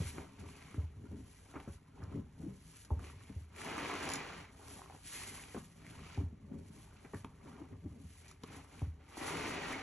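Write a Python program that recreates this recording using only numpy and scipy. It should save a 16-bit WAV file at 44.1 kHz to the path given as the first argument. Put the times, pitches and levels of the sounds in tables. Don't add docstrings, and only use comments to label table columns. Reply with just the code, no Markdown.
import sys
import numpy as np
from scipy import signal
from scipy.fft import rfft, irfft, next_fast_len
from scipy.io import wavfile
from scipy.ndimage import map_coordinates

SR = 44100
rng = np.random.default_rng(int(sys.argv[2]) if len(sys.argv) > 2 else 0)


def output_pcm(signal):
    pcm = np.clip(np.atleast_2d(signal).T, -1, 1) * 32767
    wavfile.write(sys.argv[1], SR, np.round(pcm).astype(np.int16))


N = 433062
TIME = np.arange(N) / SR
CONTROL_TIME = TIME[::64]

# (t/s, level/dB, settled pitch f/Hz)
GULPS = [(-.002, -30.5, 83), (0.398, -42.5, 78), (0.778, -28, 78), (0.965, -43.5, 79.4), (1.082, -46, 81),
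         (1.691, -45.5, 78), (2.022, -39, 92), (2.242, -48, 77), (2.439, -51, 78), (2.912, -25, 71.5),
         (3.157, -46.5, 85), (3.359, -35.5, 77), (6.177, -28, 81.6), (6.262, -40, 78.6), (6.427, -50, 86),
         (7.145, -41, 91), (7.729, -44.5, 84), (7.85, -43.5, 88), (8.047, -45.5, 77), (8.818, -28.5, 80)]
# (f/Hz, level/dB)
RUSH_COLOUR = [(100, -45), (250, 18), (500, 23.5), (800, 14), (1100, -1.5), (1600, -28), (3000, -41)]
# (f/Hz, level/dB)
ROOM_HUM_COLOUR = [(20, -23), (33, -45), (46, 8), (65, 2.5), (77, 2.5), (95, 7.5), (140, -7), (250, -33.5),
                   (400, -37), (600, -29), (2000, -26), (12000, -52)]

# (strongest t/s, build-up t/s, dying away t/s, slosh level/dB, level of foam carried along/dB)
SWIRLS = [(.01, 0.09, 0.032, -42.5, -56), (0.19, 0.072, 0.11, -50, -55.5), (0.424, 0.063, 0.098, -51, -65),
          (.785, 0.038, 0.036, -55.5, -76), (1.14, 0.2, 0.17, -53.5, -70), (2.02, 0.098, 0.1, -54, -63),
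          (2.14, 0.099, 0.062, -58, -61.5), (2.18, 0.072, 0.053, -45, -67),
          (2.459, 0.089, 0.091, -48, -70.5), (3.0, 0.11, 0.063, -54, -64), (5.568, 0.023, 0.044, -52, -53),
          (5.881, 0.17, 1, -59, -88), (6.209, 0.032, 0.043, -47.5, -62), (6.54, 0.077, 0.12, -49.5, -72.5),
          (6.76, 0.075, 0.093, -58.5, -71.5), (7.485, 0.1, 0.16, -56, -59.5),
          (7.6, 0.065, 0.14, -54.5, -63.5), (7.73, 0.03, 0.049, -49.5, -69),
          (7.869, 0.035, 0.018, -49, -80), (8.02, 0.22, 0.038, -57.5, -92)]
SWIRL_SHAPE, SWIRL_BRIGHT_DB, SWIRL_FIZZ_DB = 1.3, -7.5, -16
# (middle t/s, build-up t/s, let-go t/s, squelch level/dB, brightness: narrow over wide pores/dB)
PRESSES = [(.05, 0.19, 0.078, -56, 5), (.62, 0.29, 0.28, -62, 2), (1.58, 0.21, 0.19, -66, -4),
           (3.059, 0.056, 0.098, -59.5, 5), (3.27, 0.25, 0.18, -65.5, 7), (4.72, 0.25, 0.21, -62, -19),
           (4.84, 0.016, 0.029, -61.5, -0.5), (4.921, 0.052, 0.075, -60, -6), (5.379, 0.28, 0.22, -58, 3),
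           (5.9, 0.15, 0.11, -63.5, 5), (6.111, 0.31, 0.16, -62.5, -3), (7.09, 0.35, 0.32, -68, -2),
           (8.29, 0.085, 0.08, -64.5, 10), (8.55, 0.13, 0.12, -58, 0), (8.779, 0.12, 0.12, -61, 1)]
PRESS_SHAPE, PRESS_FIZZ_DB, PRESS_SLOSH_DB = 2.33, -11, -3.5
# (fullest t/s, build-up t/s, dying away t/s, fizz level/dB)
REFILLS = [(.06, 0.24, 0.2, -63), (.4, 0.012, 0.014, -71), (1.362, 0.36, 0.15, -73.5),
           (1.73, 0.067, 0.087, -75.5), (2.42, 0.04, 0.095, -78.5), (2.76, 0.33, 0.2, -70.5),
           (3.4, 0.044, 0.097, -75.5), (4.73, 0.16, 0.18, -65.5), (5.163, 0.12, 0.23, -54.5),
           (5.54, 0.12, 0.24, -69.5), (6.801, 0.27, 0.15, -73.5), (7.17, 0.061, 0.065, -72.5),
           (7.48, 0.086, 0.059, -85.5), (8.16, 0.32, 0.2, -73.5)]
REFILL_SHAPE, REFILL_SQUELCH_DB, REFILL_BRIGHT_DB = 1.17, 1.5, 9
# (t/s, effort level/dB, lather fizz level/dB)
WRINGS = [
    [(3.49, -73, -89.5), (3.535, -64, -74), (3.586, -51, -58), (3.64, -47.5, -57), (3.738, -43.5, -58),
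     (4.016, -42, -56.5), (4.134, -42.5, -54.5), (4.186, -44.5, -60.5), (4.408, -52.5, -66.5),
     (4.498, -62, -76), (4.55, -79, -81)],
    [(9.0, -69, -92), (9.038, -70.5, -81), (9.1, -63, -71.5), (9.155, -54.5, -64.5), (9.18, -53.5, -58.5),
     (9.23, -43.5, -52), (9.506, -41.5, -54), (9.576, -43, -61.5), (9.73, -42, -54.5), (9.748, -43, -63),
     (9.82, -47, -62)],
]
WRING_SQUELCH_DB, WRING_FIZZ_DB, WRING_SLOSH_DB = -0.5, -5, -14.5
WRING_BRIGHT_DB, DRAIN_DB_PER_S = 1, 2.5
EDGE_DB = 13.5
REST_SQUELCH_DB, REST_BRIGHT_DB, REST_FIZZ_DB, REST_SLOSH_DB = -74.5, -4.5, -89, -69
CHURN_DB, CHURN_S = -9.5, 0.02

# (f/Hz, level/dB)
SLOSH_COLOUR = [(40, -8), (80, 3), (120, 7.5), (160, 4), (280, -9.5), (420, -4), (550, -8.5), (900, -20.5),
                (2000, -50)]
WASH_COLOUR = [(300, -18), (800, -9), (1250, 3), (1650, -5), (2300, 8), (3500, 1), (4700, -1), (8000, -5),
               (12000, -38)]
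WIDE_COLOUR = [(70, -35.5), (150, -16), (240, -6.5), (450, -0.5), (700, 0), (1000, -8), (1400, -8),
               (2200, -20), (4000, -24.5), (12000, -55)]
NARROW_COLOUR = [(500, -20.5), (1200, -2), (2000, 1.5), (2600, 0), (3300, -5), (4500, -7.5), (7000, -13.5),
                 (12000, -38)]
BURSTING_COLOUR = [(150, -10), (600, 0), (1200, 2), (3000, -1), (12000, -10)]
TEAR_COLOUR = [(100, -24), (300, 1), (1000, 9), (2400, -1.5), (4000, -10.5), (7000, -17), (12000, -53)]
FIZZ_COLOUR = [(600, -41.5), (1500, -1), (2800, 0), (4000, 0), (5200, 1), (6800, 2.5), (8400, 3.5),
               (9500, 4.5), (10800, 8), (11500, -2), (12400, -24.5)]

# (t/s, level/dB, dying away t/s)
SPATTERS = [(.03, -56, .05), (0.386, -55.5, 0.024), (.483, -65, 0.018), (1.485, -70, .05),
            (2.993, -64.5, 0.024), (3.04, -56, .02), (3.097, -65, .02), (6.962, -61.5, 0.037),
            (8.474, -57, 0.011), (8.54, -57, 0.027)]
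SPATTER_RISE_S = 0.0029
# (closing t/s, build-up t/s, level/dB)
PLUNGES = [(.725, 0.78, -66), (6.135, 0.24, -55.5)]
PLUNGE_CLOSE_S, PLUNGE_SHAPE = 0.083, 1.9

# (t/s, body level/dB, body pitch f/Hz, slap level/dB, spray decay t/s, slap's upper edge f/Hz)
PLOPS = [(.182, -35, 320, -39.5, 0.012, 2600), (0.744, -40, 300, -45, 0.0036, 2500),
         (1.113, -40, 272, -47, 0.003, 850), (1.539, -55, 327, -45, 0.032, 2330),
         (1.5555, -32.5, 290, -39, 0.018, 2330), (1.598, -62, 330, -46, .012, 3120),
         (1.675, -34.5, 213, -49, 0.016, 1700), (2.018, -60, 256, -50.5, 0.027, 1860),
         (2.9051, -35.5, 234, -31.5, 0.006, 1010), (3.3, -43.5, 257, -54, 0.0034, 1500),
         (5.546, -38, 460, -42, 0.01, 2350), (5.565, -34, 327, -46, 0.0086, 1300),
         (6.176, -34.5, 247, -37, 0.0062, 955), (6.536, -46, 281, -47, 0.0034, 796),
         (7.046, -44.5, 296, -45.5, 0.011, 2490), (7.135, -42, 400, -35, 0.0045, 2000),
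         (7.1419, -36.5, 260, -39.5, 0.012, 2000), (7.246, -37.5, 246, -39.5, 0.0034, 3830),
         (8.435, -44.5, 274, -39, 0.0068, 7000), (8.818, -35.5, 255, -33.5, 0.0021, 950)]
# (f/Hz, level/dB)
SPLASH_COLOUR = [(150, -16), (400, 12.5), (700, 8), (1200, 9), (2200, -2), (3500, 0.5), (6000, -13),
                 (12000, -48)]
# (t/s, level/dB, pitch f/Hz)
POPS = [(.459, -45, 942), (.489, -43, 1050), (0.489, -47, 2270), (.625, -44, 2140), (.684, -48.5, 1114),
        (0.712, -45, 2370), (.744, -41, 1240), (1.602, -42, 2220), (2.021, -53, 1750), (2.03, -46, 1240),
        (2.125, -50, 1350), (2.85, -52.5, 1500), (2.994, -40.5, 1230), (3.042, -42, 2300),
        (3.072, -51, 1160), (3.1, -43, 1130), (3.563, -40.5, 2410), (3.617, -33, 1800), (3.769, -33, 1070),
        (3.781, -29, 1230), (3.85, -31, 1120), (3.897, -33, 933), (3.914, -33, 1120), (3.939, -27, 1080),
        (3.953, -29.5, 1356), (4.075, -32, 2100), (4.089, -33, 2240), (4.107, -31.5, 970),
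        (4.12, -30, 2300), (4.683, -40, 5840), (4.793, -42, 785), (4.818, -36.5, 1030), (4.86, -43, 1100),
        (4.899, -39, 810), (4.908, -41.5, 760), (4.924, -47, 930), (4.949, -44, 810), (5.218, -38, 1160),
        (5.237, -37.5, 2060), (5.438, -37, 2500), (5.866, -40.5, 2210), (5.992, -42.5, 1180),
        (6.034, -45, 1170), (6.075, -52, 1150), (6.124, -48, 2230), (7.049, -52, 2340), (7.05, -52, 990),
        (7.062, -51, 2300), (7.146, -36.5, 1750), (7.2454, -41, 1230), (7.247, -42, 2500),
        (7.471, -48, 1080), (7.496, -52, 1074), (7.617, -50, 1190), (8.314, -45, 1220), (8.476, -46, 2350),
        (8.546, -45, 1110), (8.646, -47.5, 1110), (8.794, -42, 2450), (9.171, -34, 880), (9.352, -31, 1165),
        (9.371, -32.5, 2410), (9.41, -36, 2066), (9.471, -33, 2485), (9.509, -31, 1240), (9.545, -33, 1030),
        (9.703, -32, 950), (9.715, -32, 1073), (9.726, -32, 2430)]
# (t/s, level/dB, starting pitch f/Hz)
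GLUGS = [(1.054, -50.5, 290), (1.127, -42, 197), (1.144, -43.5, 247), (1.160, -44, 205), (1.178, -48, 200),
         (1.212, -52, 217), (1.683, -42, 285), (2.135, -45, 199), (2.156, -36.5, 262), (2.176, -37.5, 240),
         (2.189, -43, 195), (2.21, -46.5, 258), (2.411, -46, 233), (2.435, -38, 277), (2.463, -35, 275),
         (2.477, -37.5, 165), (3.043, -50, 304), (3.714, -39.5, 307), (3.777, -37.5, 274),
         (3.929, -38, 391), (3.948, -41, 354), (4.072, -40, 295), (5.549, -44, 695), (5.558, -41, 400),
         (5.573, -40.5, 207), (6.211, -43.5, 250), (6.228, -44.5, 207), (6.326, -48.5, 194),
         (6.44, -47, 185), (6.515, -48, 206), (6.547, -48.5, 195), (6.561, -51, 207), (6.585, -49, 245),
         (6.703, -50.5, 178), (7.46, -52, 277), (7.603, -46.5, 290), (7.616, -39.5, 290), (7.724, -53, 232),
         (7.858, -40.5, 263), (7.870, -56, 222), (7.958, -50, 197), (8.004, -63, 187), (8.041, -47.5, 169),
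         (9.176, -39.5, 290), (9.214, -38.5, 293), (9.272, -41, 285), (9.306, -39, 350), (9.34, -37.5, 315),
         (9.351, -44, 282), (9.406, -41.5, 365), (9.454, -38.5, 300), (9.491, -45.5, 300),
         (9.587, -41, 310), (9.703, -42, 292)]
# (t/s, level/dB, decay t/s)
SPITS = [(2.036, -56, 0.0034), (2.848, -55, 0.008), (4.028, -43, 0.0041), (4.053, -44, 0.004),
         (4.089, -33, 0.0022), (4.1, -39, 0.0056), (4.116, -41, 0.0051), (4.135, -34, 0.0058),
         (4.154, -40.5, 0.0088), (8.279, -57.5, 0.017), (8.312, -52.5, 0.0053), (8.435, -42.5, 0.0017)]
# (f/Hz, level/dB)
SPIT_COLOUR = [(1000, -29), (2200, -27), (3500, -3), (4900, 2.5), (5700, 4.5), (6300, -8), (6950, 8),
               (8000, -11), (9800, 1), (11100, 0.5), (12400, -38)]

# (f/Hz, width f/Hz, level/dB)
BASIN = [(165, 25, -0.5), (256, 59, 10), (291.3, 21.4, 8), (402, 71, 5.5), (524, 30, -5), (561.4, 7.3, 4.5),
         (785, 37, 3.5), (910, 28, 5.5), (1020, 85, 3), (1160, 70, 1.5), (1317, 64, 0.5), (1583, 21, 6),
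         (1896, 24, -1.5), (2124, 80, 0.5), (2300, 79, 2), (2360, 35, 0), (2870, 79, 3.5), (3090, 170, 3),
         (3360, 34, 3.5), (4350, 150, 2), (5130, 140, -3), (5720, 220, 0.5), (6830, 91, 1.5)]
# (f/Hz, width f/Hz, level/dB)
BASIN_MODES = [(77, 10, 8), (154.7, 15.3, -2), (274, 18, -8), (395, 34, -5.5), (558, 16, -7.5)]
# (f/Hz, time to fade by 60 dB t/s)
WALLS = [(80, 1), (300, 0.04), (1000, 0.37), (4000, 0.14), (12000, 0.21)]
# (f/Hz, likeness 0 to 1)
LIKENESS = [(100, 0.99), (270, 0.96), (420, 0.66), (620, 0.26), (850, 0.43), (1200, 0.83), (2000, 1),
            (3200, 0.44), (4500, 0.55), (5900, 0.99), (7500, 1), (11000, 1)]
# (f/Hz, level/dB)
BALANCE = [(100, 0), (160, .5), (260, 2.5), (420, 3), (700, .5), (1100, -1.5), (1800, .5), (4700, -.7),
           (7600, 0)]
# (f/Hz, phase/rad)
LEAD = [(200, 0), (600, -.4), (1500, .05), (3500, .55), (4400, 1.5), (5200, 4.6), (5800, 6.2), (7200, 7.7),
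        (9050, 3 * np.pi), (10500, 10.7), (12000, 12.5)]
EDGE_HZ = 12900


def amp(db):
    return 10 ** (np.asarray(db) / 20)


def unit(x):
    return x / np.sqrt(np.mean(x ** 2) + 1e-20)


def read(points, hz):
    f, value = np.transpose(points)
    return np.interp(np.log(hz + 1), np.log(f + 1), value)


def add(mix, s, sound):
    part = mix[max(round(s * SR), 0):][:len(sound)]
    part += sound[:len(part)]


def colour(x, spectrum, size=4096):
    hz = abs(np.fft.fftfreq(size, 1 / SR))
    db = read(spectrum, hz)
    db = db + sum(g / (1 + (2 * (hz - f) / width) ** 2) for f, width, g in BASIN)
    response = np.exp(np.conj(signal.hilbert(np.log(amp(db)))))
    ring = np.fft.ifft(response).real[:size // 2]
    return signal.oaconvolve(x, ring / np.linalg.norm(ring))[:len(x)]


def hollow(x, direct_db=-2):
    out = amp(direct_db) * x
    for hz, width, db in BASIN_MODES:
        b, a = signal.iirpeak(hz, hz / width, SR)
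        out = out + amp(db) * signal.lfilter(b, a, x)
    return out


def wander(per_s):
    knots = rng.standard_normal(N // 40)
    return unit(map_coordinates(knots, [TIME * per_s], order=1, mode="wrap"))


def bursts(per_s, spread_db):
    size = amp(spread_db * np.minimum(rng.exponential(1, N), 4.5))
    sign = rng.choice([-1, 1], N)
    happens = rng.random(N) < per_s / SR
    return unit(size * sign * happens / np.sqrt(per_s))


def bubbles(clicks, low_hz, high_hz, cycles, rise, count=24):
    kind, out = rng.integers(0, count, N), np.zeros(N)
    for k, hz in enumerate(np.geomspace(low_hz, high_hz, count)):
        age = np.arange(0, 5, hz / cycles / SR)
        ring = np.exp(-age) * np.sin(2 * np.pi * cycles * age * (1 + rise * age))
        out += signal.oaconvolve(clicks * (kind == k), ring / np.linalg.norm(ring))[:N]
    return unit(out)


def gulps(sag=1.93, sag_s=0.0048, swell_s=0.014, echo_s=0.0524, echo_db=-7, ring_hz=76, ring_db=-13):
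    t, out = np.arange(SR // 2) / SR, np.zeros(N)
    ring = (1 - np.exp(-t / .02)) * np.exp(-t / .075) * np.sin(2 * np.pi * ring_hz * t)
    for s, db, hz in GULPS:
        turns = hz * (t + sag * sag_s * (1 - np.exp(-t / sag_s)))
        swell = (t / swell_s * np.exp(1 - t / swell_s)) ** 1.56
        boom = amp(db) * swell * np.sin(2 * np.pi * turns)
        add(out, s, boom)
        add(out, s + echo_s, amp(echo_db) * boom + amp(db + ring_db) * ring)
    return out


def rush(rush_db=-24, rush_s=0.027, delay_s=0.00263):
    t, out = np.arange(SR // 5) / SR, np.zeros(N)
    for s, db, hz in GULPS:
        tumble = np.exp(-t / rush_s) * rng.standard_normal(len(t))
        add(out, s + delay_s, amp(db + rush_db) * tumble)
    return colour(out, RUSH_COLOUR)


def room_hum(db=-63):
    hz = np.fft.rfftfreq(N, 1 / SR)
    shaped = rfft(rng.standard_normal(N)) * amp(read(ROOM_HUM_COLOUR, hz))
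    return amp(db) * unit(irfft(shaped, N))


def stroke(s, rise, fall, shape):
    away = np.maximum((s - CONTROL_TIME) / rise, (CONTROL_TIME - s) / fall)
    return -EDGE_DB * np.minimum(away, 12) ** shape


def hands():
    t = CONTROL_TIME

    def drive(squelch_db, bright_db, fizz_db, slosh_db):
        wide = amp(squelch_db) / np.hypot(1, amp(bright_db))
        gains = np.array([wide, wide * amp(bright_db), amp(fizz_db), amp(slosh_db)])
        return gains.reshape(4, -1) ** 2

    power = np.zeros(len(t)) + drive(REST_SQUELCH_DB, REST_BRIGHT_DB, REST_FIZZ_DB, REST_SLOSH_DB)
    for s, rise, fall, db, foam_db in SWIRLS:
        level = stroke(s, rise, fall, SWIRL_SHAPE)
        foam = level + foam_db
        power += drive(foam, SWIRL_BRIGHT_DB, foam + SWIRL_FIZZ_DB, level + db)
    for s, rise, fall, db, bright in PRESSES:
        level = db + stroke(s, rise, fall, PRESS_SHAPE)
        power += drive(level, bright, level + PRESS_FIZZ_DB, level + PRESS_SLOSH_DB)
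    for s, rise, fall, db in REFILLS:
        level = db + stroke(s, rise, fall, REFILL_SHAPE)
        power += drive(level + REFILL_SQUELCH_DB, REFILL_BRIGHT_DB, level, level - np.inf)
    for s, db, *_ in PLOPS:
        churn = (t > s) * np.exp(-abs(t - s) / CHURN_S)
        power[-1] += (amp(db + CHURN_DB) * churn) ** 2
    for curve in WRINGS:
        s, effort, lather = np.transpose(curve)
        effort = np.interp(t, s, effort, left=-200, right=-200)
        lather = np.interp(t, s, lather, left=-200, right=-200)
        bright = WRING_BRIGHT_DB + DRAIN_DB_PER_S * (t - s[0])
        power += drive(effort + WRING_SQUELCH_DB, bright, lather + WRING_FIZZ_DB, effort + WRING_SLOSH_DB)
    return [np.interp(TIME, t, np.sqrt(p)) for p in power]


def slosh(stir):
    churn = unit(colour(bursts(per_s=700, spread_db=0.5), SLOSH_COLOUR))
    gurgle = bubbles(bursts(per_s=85, spread_db=1.0), low_hz=150, high_hz=290, cycles=3.4, rise=.025, count=10)
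    lumps = amp(2.0 * wander(per_s=39))
    return hollow(stir * lumps * (amp(-1.5) * churn + amp(-1.5) * gurgle))


def splashing():
    t = CONTROL_TIME
    power = np.zeros(len(t))
    for s, rise, db in PLUNGES:
        power += amp(db + stroke(s, rise, PLUNGE_CLOSE_S, PLUNGE_SHAPE)) ** 2
    for s, db, fall in SPATTERS:
        spatter = np.clip((t - s) / SPATTER_RISE_S, 0, 1) * np.exp(-abs(t - s) / fall)
        power += (amp(db) * spatter) ** 2
    lather = unit(colour(bursts(per_s=2000, spread_db=3.5), WASH_COLOUR))
    drops = bubbles(bursts(per_s=200, spread_db=1.8), low_hz=1000, high_hz=2600, cycles=7, rise=.03, count=14)
    return np.interp(TIME, t, np.sqrt(power)) * (amp(-5.0) * lather + amp(-7.5) * drops)


def squelch(flow, bright):
    effort = flow / flow.max()
    per_s = 600 + 4500 * effort

    wide = amp(-1.0) * unit(colour(bursts(per_s * .5, spread_db=0.4), WIDE_COLOUR))
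    flurry = amp(2 * wander(per_s=60) - .5)
    clicks = bursts(per_s * .11, spread_db=1.2)
    ringing = bubbles(clicks, low_hz=760, high_hz=1400, cycles=7, rise=.02, count=14)
    wide += amp(-4.5) * flurry * unit(colour(ringing, BURSTING_COLOUR))
    clicks = bursts(per_s * 0.015, spread_db=0.0)
    low_ringing = bubbles(clicks, low_hz=215, high_hz=413, cycles=2.8, rise=0.058, count=6)
    wide += amp(-9.0) * unit(hollow(low_ringing))

    narrow = amp(-4.0) * unit(colour(bursts(per_s, spread_db=1.0), NARROW_COLOUR))
    flurry = amp(2 * wander(per_s=60) - .5)
    clicks = bursts(per_s * .12, spread_db=1.2)
    ringing = bubbles(clicks, low_hz=1800, high_hz=2500, cycles=11, rise=.012, count=12)
    narrow += amp(-6.5) * flurry * unit(colour(ringing, BURSTING_COLOUR))

    tears = amp(-11.5) * unit(colour(bursts(70 + 200 * effort, spread_db=1.3), TEAR_COLOUR))
    surge = amp(.5 * wander(per_s=16) + .8 * wander(per_s=88))
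    pores = (wide + bright * narrow) / np.hypot(1, bright)
    return flow * amp(0.23) * surge * (pores + tears)


def fizz(flow, foam):
    films = colour(bursts(1800 + 7000 * flow / flow.max(), spread_db=-2.0), FIZZ_COLOUR)
    flooded = np.clip((20 * np.log10(foam / flow) - 6) / 16, 0, 1)
    muffled = signal.sosfilt(signal.butter(1, 7000, fs=SR, output="sos"), films)
    flicker = amp(7.5 + 2.0 * wander(per_s=51))
    return flow * flicker * unit(films + flooded * (muffled - films))


def water(wide, narrow, lather, stir):
    foam = np.hypot(wide, narrow)
    return slosh(stir) + splashing() + squelch(foam, narrow / wide) + fizz(lather, foam)


def plops(body_db=-1, cycles=0.69, sag=0.09, slap_db=5, spray_db=-1.0, drops_per_s=7000):
    t, body, slaps = np.arange(SR // 8) / SR, np.zeros(N), np.zeros(N)
    for s, db, hz, crack_db, decay_s, edge_hz in PLOPS:
        age = t * hz / cycles
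        turns = cycles * (age * (1 - sag / 3) + sag * (1 - np.exp(-age)))
        add(body, s, amp(db + body_db) * age * np.exp(1 - age) * np.sin(2 * np.pi * turns))
        drops = unit(rng.choice([-1, 1], len(t)) * (rng.random(len(t)) < drops_per_s / SR))
        spray = amp(spray_db) * np.exp(-t / decay_s) * drops
        spray[0] = amp(slap_db)
        cavity = signal.cheby1(3, 4, edge_hz, fs=SR, output="sos")
        add(slaps, s, amp(crack_db) * signal.sosfilt(cavity, spray))
    return hollow(body) + colour(slaps, SPLASH_COLOUR)


def pops(ring_db=-2, snap_db=-10, cycles=2.0, snap_s=0.00069):
    t, rings, snaps = np.arange(SR // 20) / SR, np.zeros(N), np.zeros(N)
    for s, db, hz in POPS:
        ring = np.exp(-t * hz / cycles) * np.sin(2 * np.pi * hz * t)
        add(rings, s, amp(db + ring_db) * ring)
        snap = np.exp(-t / snap_s) * rng.standard_normal(len(t))
        add(snaps, s, amp(db + snap_db) * min(hz / 2000, 1) * snap)
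    return rings + colour(snaps, FIZZ_COLOUR)


def glugs(cycles=1.1, rise=0.025):
    t, out = np.arange(SR // 8) / SR, np.zeros(N)
    for s, db, hz in GLUGS:
        age = t * hz / cycles
        turns = cycles * age * (1 + rise * age)
        add(out, s, amp(db) * age * np.exp(1 - age) * np.sin(2 * np.pi * turns))
    return hollow(out)


def spits(open_s=0.0003):
    t, out = np.arange(SR // 20) / SR, np.zeros(N)
    for s, db, decay_s in SPITS:
        puff = (1 - np.exp(-t / open_s)) * np.exp(-t / decay_s)
        add(out, s, amp(db) * puff * rng.standard_normal(len(t)))
    return colour(out, SPIT_COLOUR)


def bathroom(x, wet_db=-12, turns_per_s=2.3):
    out, turn = x, 2 * np.pi * turns_per_s * TIME
    for share in (np.cos(turn), np.sin(turn)):
        happens = rng.random(SR // 2) < 3000 / SR
        taps = rng.standard_normal(SR // 2) * happens * (TIME[:SR // 2] > .005)
        hz, t, z = signal.stft(taps, SR, nperseg=256)
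        fade = amp(-60 * t / read(WALLS, hz)[:, None])
        tail = signal.istft(z * fade, SR)[1]
        out = out + amp(wet_db) * signal.oaconvolve(x * share, tail / np.linalg.norm(tail))[:N]
    return out


def ports(centre, scatter):
    size = next_fast_len(N + SR // 4)
    hz, sides = np.fft.rfftfreq(size, 1 / SR), np.array([[1], [-1]])
    same = np.clip(read(LIKENESS, hz), 0, 1)
    shared = rfft(centre, size) * np.sqrt((1 + same) / 2)
    opposite = sides * rfft(scatter, size) * np.sqrt((1 - same) / 2)
    balance = amp(sides * read(BALANCE, hz) / 2)
    lead = np.exp(.5j * sides * read(LEAD, hz))
    return irfft((shared + opposite) * balance * lead, size)[:, :N]


def scene():
    work = hands()
    single_events = rush() + plops() + pops() + glugs() + spits()
    centre = bathroom(water(*work) + single_events) + gulps() + room_hum()
    scatter = bathroom(water(*work))
    return ports(centre, scatter)


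def record(dry):
    low_pass = signal.firwin(511, EDGE_HZ, window=("kaiser", 9), fs=SR)
    return signal.oaconvolve(dry, low_pass[None], "same")


dry = scene()
out = record(dry)
output_pcm(out)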